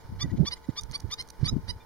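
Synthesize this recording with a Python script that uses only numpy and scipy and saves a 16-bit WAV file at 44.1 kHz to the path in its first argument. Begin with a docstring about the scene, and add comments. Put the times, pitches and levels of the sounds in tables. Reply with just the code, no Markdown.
"""At the edge of shallow water, on a hand-held camera's stereo microphone: two stilts yap in alarm,
with fainter birds farther off. Each yap starts hoarse, slides up and clears into a bright harmonic
tone that the banks and water scatter. Up close, wind buffets the two microphone ports and the camera
clicks and whines faintly over a soft open-air hiss. Its filters cut two narrow bands and the top."""
import sys
import numpy as np
from scipy import signal
from scipy.fft import rfft, irfft
from scipy.io import wavfile

SR = 44100
rng = np.random.default_rng(int(sys.argv[2]) if len(sys.argv) > 2 else 0)


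def wav_out(sig):
    """Save sig, one row per channel (or a flat mono array), as 16-bit PCM at SR to the path in sys.argv[1]."""
    wavfile.write(sys.argv[1], SR, np.round(np.clip(np.atleast_2d(sig).T, -1, 1) * 32767).astype(np.int16))


N = 81585

# Yaps of the higher stilt, the lower stilt and the distant birds, mostly right of centre.
# Each row: start in seconds, length in seconds, top pitch in Hz, share of that pitch climbed,
# level in dB, left minus right in dB.
HIGH_STILT_YAPS = [(.196, .042, 1197, .22, -28.2, -2), (.452, .04, 1183, .24, -28.2, -1.5),
                   (.761, .041, 1215, .28, -29.6, -1), (1.105, .042, 1235, .3, -29.4, -1),
                   (1.468, .034, 1290, .24, -27.2, -6)]
LOW_STILT_YAPS = [(.507, .038, 1013, .3, -30.2, -5), (.93, .037, 1165, .38, -29, -4),
                  (1.179, .039, 1057, .3, -31.2, -2), (1.439, .037, 1187, .42, -29.8, -3),
                  (1.678, .038, 999, .22, -31, -7)]
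DISTANT_YAPS = [(-.025, 0.056, 1192, 0.4, -69, -13.5), (.295, 0.026, 976, .1, -56.5, 0),
                (.36, 0.024, 1103, 0.19, -55.5, -1), (.555, 0.028, 1050, 0.18, -55.5, -2),
                (.625, .035, 1000, .2, -59, -3), (.685, .03, 1006, 0.18, -59.5, -1)]
# Throat and bill resonances of each voice, then the breath noise. Each row: frequency in Hz, gain in dB.
HIGH_STILT_THROAT = [(1200, -11), (1700, -15), (2120, -3.5), (2400, -23), (3000, -5.5), (3550, 1.5),
                     (4850, 0), (5950, -2), (7100, -13.5), (8400, -31.5), (9700, -16.5), (10900, -24),
                     (12200, -36), (15500, -52)]
LOW_STILT_THROAT = [(1000, -15.5), (2050, -9), (3100, -7.5), (4050, -2), (4650, 5.5), (5150, -1),
                    (6050, -15), (7000, -35), (8200, -23), (9200, -3.5), (10400, -27.5), (12000, -44),
                    (15500, -42)]
DISTANT_THROAT = [(1000, -31), (1950, 6.5), (3000, -24.5), (3700, -3), (5200, -16.5), (7000, 1),
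                  (12000, -56)]
BREATH_SPECTRUM = [(900, -12.5), (1500, -8), (2000, 5), (3000, -6), (4000, 0), (5000, -7.5), (6200, -18.5),
                   (7200, -29.5), (9400, -19), (12000, -38), (15500, -42)]
# Swell and fall of one yap. Each row: time as a share of its length, gain in dB.
YAP_ENVELOPE = [(-.2, -41), (0, -24.5), (.22, -13), (.42, -4.5), (.66, -1.5), (.84, -1.65), (1, -19),
                (1.16, -43)]


def bird(yaps, throat, breath_db, right_lag_s):
    """Rising harmonic yaps through fixed throat resonances; the hoarse start settles into a clean tone."""
    hoarse_share, hoarse_jitter, clear_jitter, hoarse_breath_db = .25, .055, .006, .5
    out, t = np.zeros((2, N)), np.arange(N) / SR
    jitter, breath = wander(900), coloured_noise(BREATH_SPECTRUM)
    shares, envelope_db = np.array(YAP_ENVELOPE).T
    harmonic = np.arange(1, 16)[:, None]
    for start, length, top_hz, climb, db, pan_db in yaps:
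        progress = (t - start) / length
        span = np.flatnonzero((progress > shares[0]) & (progress < shares[-1]))
        progress = progress[span]
        hoarse = np.exp(-(np.maximum(progress, 0) / hoarse_share) ** 4)
        hz = top_hz * (1 - climb * np.clip(1 - progress, 0, 1) ** 2.897)  # climbs fast, then levels off
        hz *= 1 + (clear_jitter + hoarse_jitter * hoarse) * jitter[span]
        phase = 2 * np.pi * np.cumsum(hz) / SR
        gains = gain_at(harmonic * hz, throat) * (harmonic * hz < TOP_HZ)
        tone = unit((gains * np.sin(harmonic * phase + harmonic ** 2)).sum(0)) * (1 - hoarse / 2)
        breath_gain = undb(breath_db) + undb(hoarse_breath_db) * hoarse
        hiss = breath_gain * breath[span] * (1 + np.cos(phase))  # pulses with each cycle of the tone
        envelope = undb(db + np.interp(progress, shares, envelope_db))
        out[:, span] += pan((tone + hiss) * envelope, pan_db)
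    delay = np.exp(-2j * np.pi * np.fft.rfftfreq(N, 1 / SR) * right_lag_s)
    return np.array([out[0], irfft(rfft(out[1]) * delay, N)])


# Clear bird notes from far off, dead centre.
# Each row: middle in seconds, half length in seconds, top pitch in Hz, peak level in dB.
DISTANT_NOTES = [(0.239, 0.017, 1976, -45.5), (.31, 0.011, 1950, -55.5), (1.575, 0.0744, 1056, -63),
                 (1.812, 0.015, 2400, -60.5), (1.815, .013, 3610, -60)]


def distant_notes():
    """Far birds sing faint pure notes whose pitch arches up and down."""
    out, t = np.zeros(N), np.arange(N) / SR
    for at, half, top_hz, db in DISTANT_NOTES:
        away = ((t - at) / half) ** 2
        hz = top_hz * (1 - .025 * np.minimum(away, 2))
        out += undb(db) * np.exp(-away ** 2) * np.sin(2 * np.pi * np.cumsum(hz) / SR)
    return out


def shore(calls):
    """Banks and water scatter a short tail and a faint long one back to the microphone."""
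    t, delay_s = np.arange(N) / SR, .0051

    def tail(db, t60_s):
        return undb(db) * unit(noise() * undb(-60 * t / t60_s) * (t > delay_s)) / np.sqrt(N)

    echoes = [signal.fftconvolve(side, tail(-19.5, t60_s=.088) + tail(-36.5, t60_s=.96)) for side in calls]
    return calls + np.array(echoes)[:, :N]


# Eddies right at the microphone ports.
# Each row: middle in seconds, half length in seconds, level in dB, left minus right in dB.
EDDIES = [(0.056, 0.013, -45, -8.5), (0.135, 0.017, -36.5, 5.5), (0.192, .03, -40, -11),
          (0.246, 0.011, -31.5, -18), (0.282, 0.016, -33, 0), (0.337, 0.017, -30, 15),
          (0.395, 0.012, -28, -18.5), (0.431, 0.012, -28, -18), (0.482, 0.025, -45, -9),
          (0.838, 0.026, -46.5, -23), (0.908, 0.013, -42, -16.5), (.97, 0.033, -51, 4),
          (1.068, 0.03, -43.5, -13.5), (1.21, 0.019, -47.5, 1), (1.402, 0.013, -42, -19),
          (1.463, 0.032, -37.5, -19), (1.526, 0.01, -32, -18.5), (1.561, 0.023, -35.5, 19),
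          (1.643, 0.03, -42.5, -10), (1.7, 0.011, -39.5, -23.5), (1.746, 0.024, -41, 2.5)]
# Sharp pressure thumps, mostly on one port. Each row: middle in seconds, half length in seconds,
# pitch in Hz, level in dB, left minus right in dB.
PORT_THUMPS = [(.409, .008, 165, -21.5, -22), (.6915, .003, 235, -24, -22), (.698, .007, 115, -31, -20),
               (1.049, .009, 85, -31, -22), (1.4345, .0052, 120, -18.5, -21), (1.5415, .004, 130, -26, 20),
               (1.567, .0028, 200, -23.5, 20), (.098, .007, 105, -34, 5)]
# Rumble of an eddy, turbulence inside a thump, and the breeze. Each row: frequency in Hz, gain in dB.
EDDY_SPECTRUM = [(20, -11.5), (45, -6.5), (90, 0), (180, -4), (300, -12.5), (450, -25), (800, -38.5),
                 (2000, -82)]
CHURN_SPECTRUM = [(30, -8.5), (120, -5.5), (300, 0.5), (450, -13.5), (700, -29.5), (2000, -68)]
BREEZE_SPECTRUM = [(20, -11), (55, 3), (100, -5.5), (200, -23), (400, -12), (1000, -34)]


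def wind():
    """Eddies rumble on each port separately over a light breeze; the hardest land as single thumps."""
    octaves_per_db, reference_db = .061, -30.5
    t = np.arange(N) / SR
    out = undb(-56.5) * np.array([coloured_noise(BREEZE_SPECTRUM) for port in range(2)])
    for at, half, db, pan_db in EDDIES:
        swell = np.exp(-((t - at) / half) ** 2 / 2)
        shift = 2 ** (octaves_per_db * (db - reference_db))  # stronger eddies reach higher
        eddy = np.array([unit(swell * coloured_noise(EDDY_SPECTRUM, shift)) for port in range(2)])
        out += pan(eddy * np.sqrt(np.mean(swell ** 2)) * undb(db), pan_db)
    churn = coloured_noise(CHURN_SPECTRUM)
    for at, half, hz, db, pan_db in PORT_THUMPS:
        push = np.sin(2 * np.pi * hz * (t - at)) + .16 * churn
        out += pan(undb(db) * np.exp(-((t - at) / half) ** 2) * push, pan_db)
    return out


# Clicks of the camera in the hand. 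Each row: start in seconds, level in dB.
CAMERA_CLICKS = [(.8105, -35), (0.8167, -45), (0.82, -44), (0.8345, -32), (0.9128, -35), (0.9192, -41.5),
                 (.922, -46), (0.978, -49), (1.0, -42), (1.0034, -34.5), (1.114, -34), (1.1404, -34),
                 (1.2132, -31.5), (1.2203, -51), (1.2236, -36.5), (1.276, -48), (1.2876, -42),
                 (1.3003, -45), (1.3032, -32)]
# Resonances of its body. Each row: frequency in Hz, gain in dB.
BODY_SPECTRUM = [(1500, -16), (3500, -14.5), (4450, -2), (5300, -7.5), (6050, 6), (7200, -15.5), (9100, -3),
                 (10500, -16.5), (12300, -17.5), (15000, -25.5)]


def camera_clicks():
    """Tiny snaps ring the camera's plastic body, louder at the right port."""
    decay_s, trim_db = .0009, 1
    out, t = np.zeros(N), np.arange(N) / SR
    ring = coloured_noise(BODY_SPECTRUM)
    for start, db in CAMERA_CLICKS:
        age = np.maximum(t - start, 0) / decay_s
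        snap = ring * np.sqrt(age) * np.exp(-age)
        out += undb(db + trim_db) * snap / np.abs(snap).max()
    return pan(out, -6.5)


# The camera's whine, close to the microphone. Each row: pitch in Hz, level in dB.
WHINE_TONES = [(457.6, -66.5), (871.5, -64), (916.5, -65), (1008, -68.5), (1468, -73.5)]


def camera_whine():
    """The camera gives off a few thin tones, each wavering slightly in pitch."""
    out = np.zeros(N)
    for centre_hz, db in WHINE_TONES:
        hz = centre_hz * (1 + .00189 * wander(9.2))
        out += undb(db) * unit(np.sin(2 * np.pi * np.cumsum(hz) / SR))
    return out


# Outdoor air all around the microphone. Each row: frequency in Hz, gain in dB.
AIR_SPECTRUM = [(30, 12), (200, 4), (450, -0.5), (700, -1.5), (1100, -4), (1600, -6), (2300, -11.5),
                (3500, -18.5), (5200, -13.5), (7000, -25.5), (10000, -27.5), (15500, -55)]


def open_air():
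    """A soft, wide hiss whose level flickers."""
    flicker_db, width = 2.2, .67
    mid, side = (coloured_noise(AIR_SPECTRUM) * undb(flicker_db * wander(45)) for _ in range(2))
    return undb(-55.5) * np.array([mid + width * side, mid - width * side])


def undb(db):
    """Decibels to gain."""
    return 10 ** (np.asarray(db) / 20)


def unit(x):
    """Scale to rms 1."""
    return x / np.sqrt(np.mean(x ** 2) + 1e-20)


def gain_at(hz, curve):
    """Gain of a (Hz, dB) curve."""
    curve_hz, db = np.array(curve).T
    return undb(np.interp(np.log(np.maximum(hz, 1)), np.log(curve_hz), db))


def noise():
    """White noise."""
    return rng.standard_normal(N)


def coloured_noise(curve, shift=1):
    """Noise of rms 1 shaped by a (Hz, dB) curve, its frequencies multiplied by shift."""
    return unit(irfft(rfft(noise()) * gain_at(np.fft.rfftfreq(N, 1 / SR) / shift, curve), N))


def wander(hz):
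    """Smooth random drift below a rate, rms 1."""
    return unit(irfft(rfft(noise()) * np.exp(-(np.fft.rfftfreq(N, 1 / SR) / hz) ** 2), N))


def pan(x, db):
    """Place a sound by its level difference, left minus right."""
    return x * undb(np.array([[db], [-db]]) / 2)


def scene():
    """Birds across the water, wind and camera sounds at the microphone, open air behind."""
    calls = bird(HIGH_STILT_YAPS, HIGH_STILT_THROAT, breath_db=-25, right_lag_s=.000068)
    calls += bird(LOW_STILT_YAPS, LOW_STILT_THROAT, breath_db=-22, right_lag_s=.00017)
    calls += bird(DISTANT_YAPS, DISTANT_THROAT, breath_db=-2, right_lag_s=.00005)
    calls += distant_notes()
    return shore(calls) + camera_clicks() + wind() + pan(open_air() + camera_whine(), -2.5)


TOP_HZ = 15800  # upper edge of the camera's sound
# Bands the camera cuts from the microphone signal. Each row: centre in Hz, width in Hz.
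CAMERA_NOTCHES = [(2640, 340), (7750, 860)]


def record(dry):
    """The camera notches out two narrow bands and cuts the top."""
    for hz, width in CAMERA_NOTCHES:
        notch = signal.butter(3, [hz - width / 2, hz + width / 2], "bandstop", fs=SR, output="sos")
        dry = signal.sosfilt(notch, dry)
    return signal.sosfilt(signal.ellip(10, .2, 80, TOP_HZ, fs=SR, output="sos"), dry)


dry = scene()
out = record(dry)
wav_out(out)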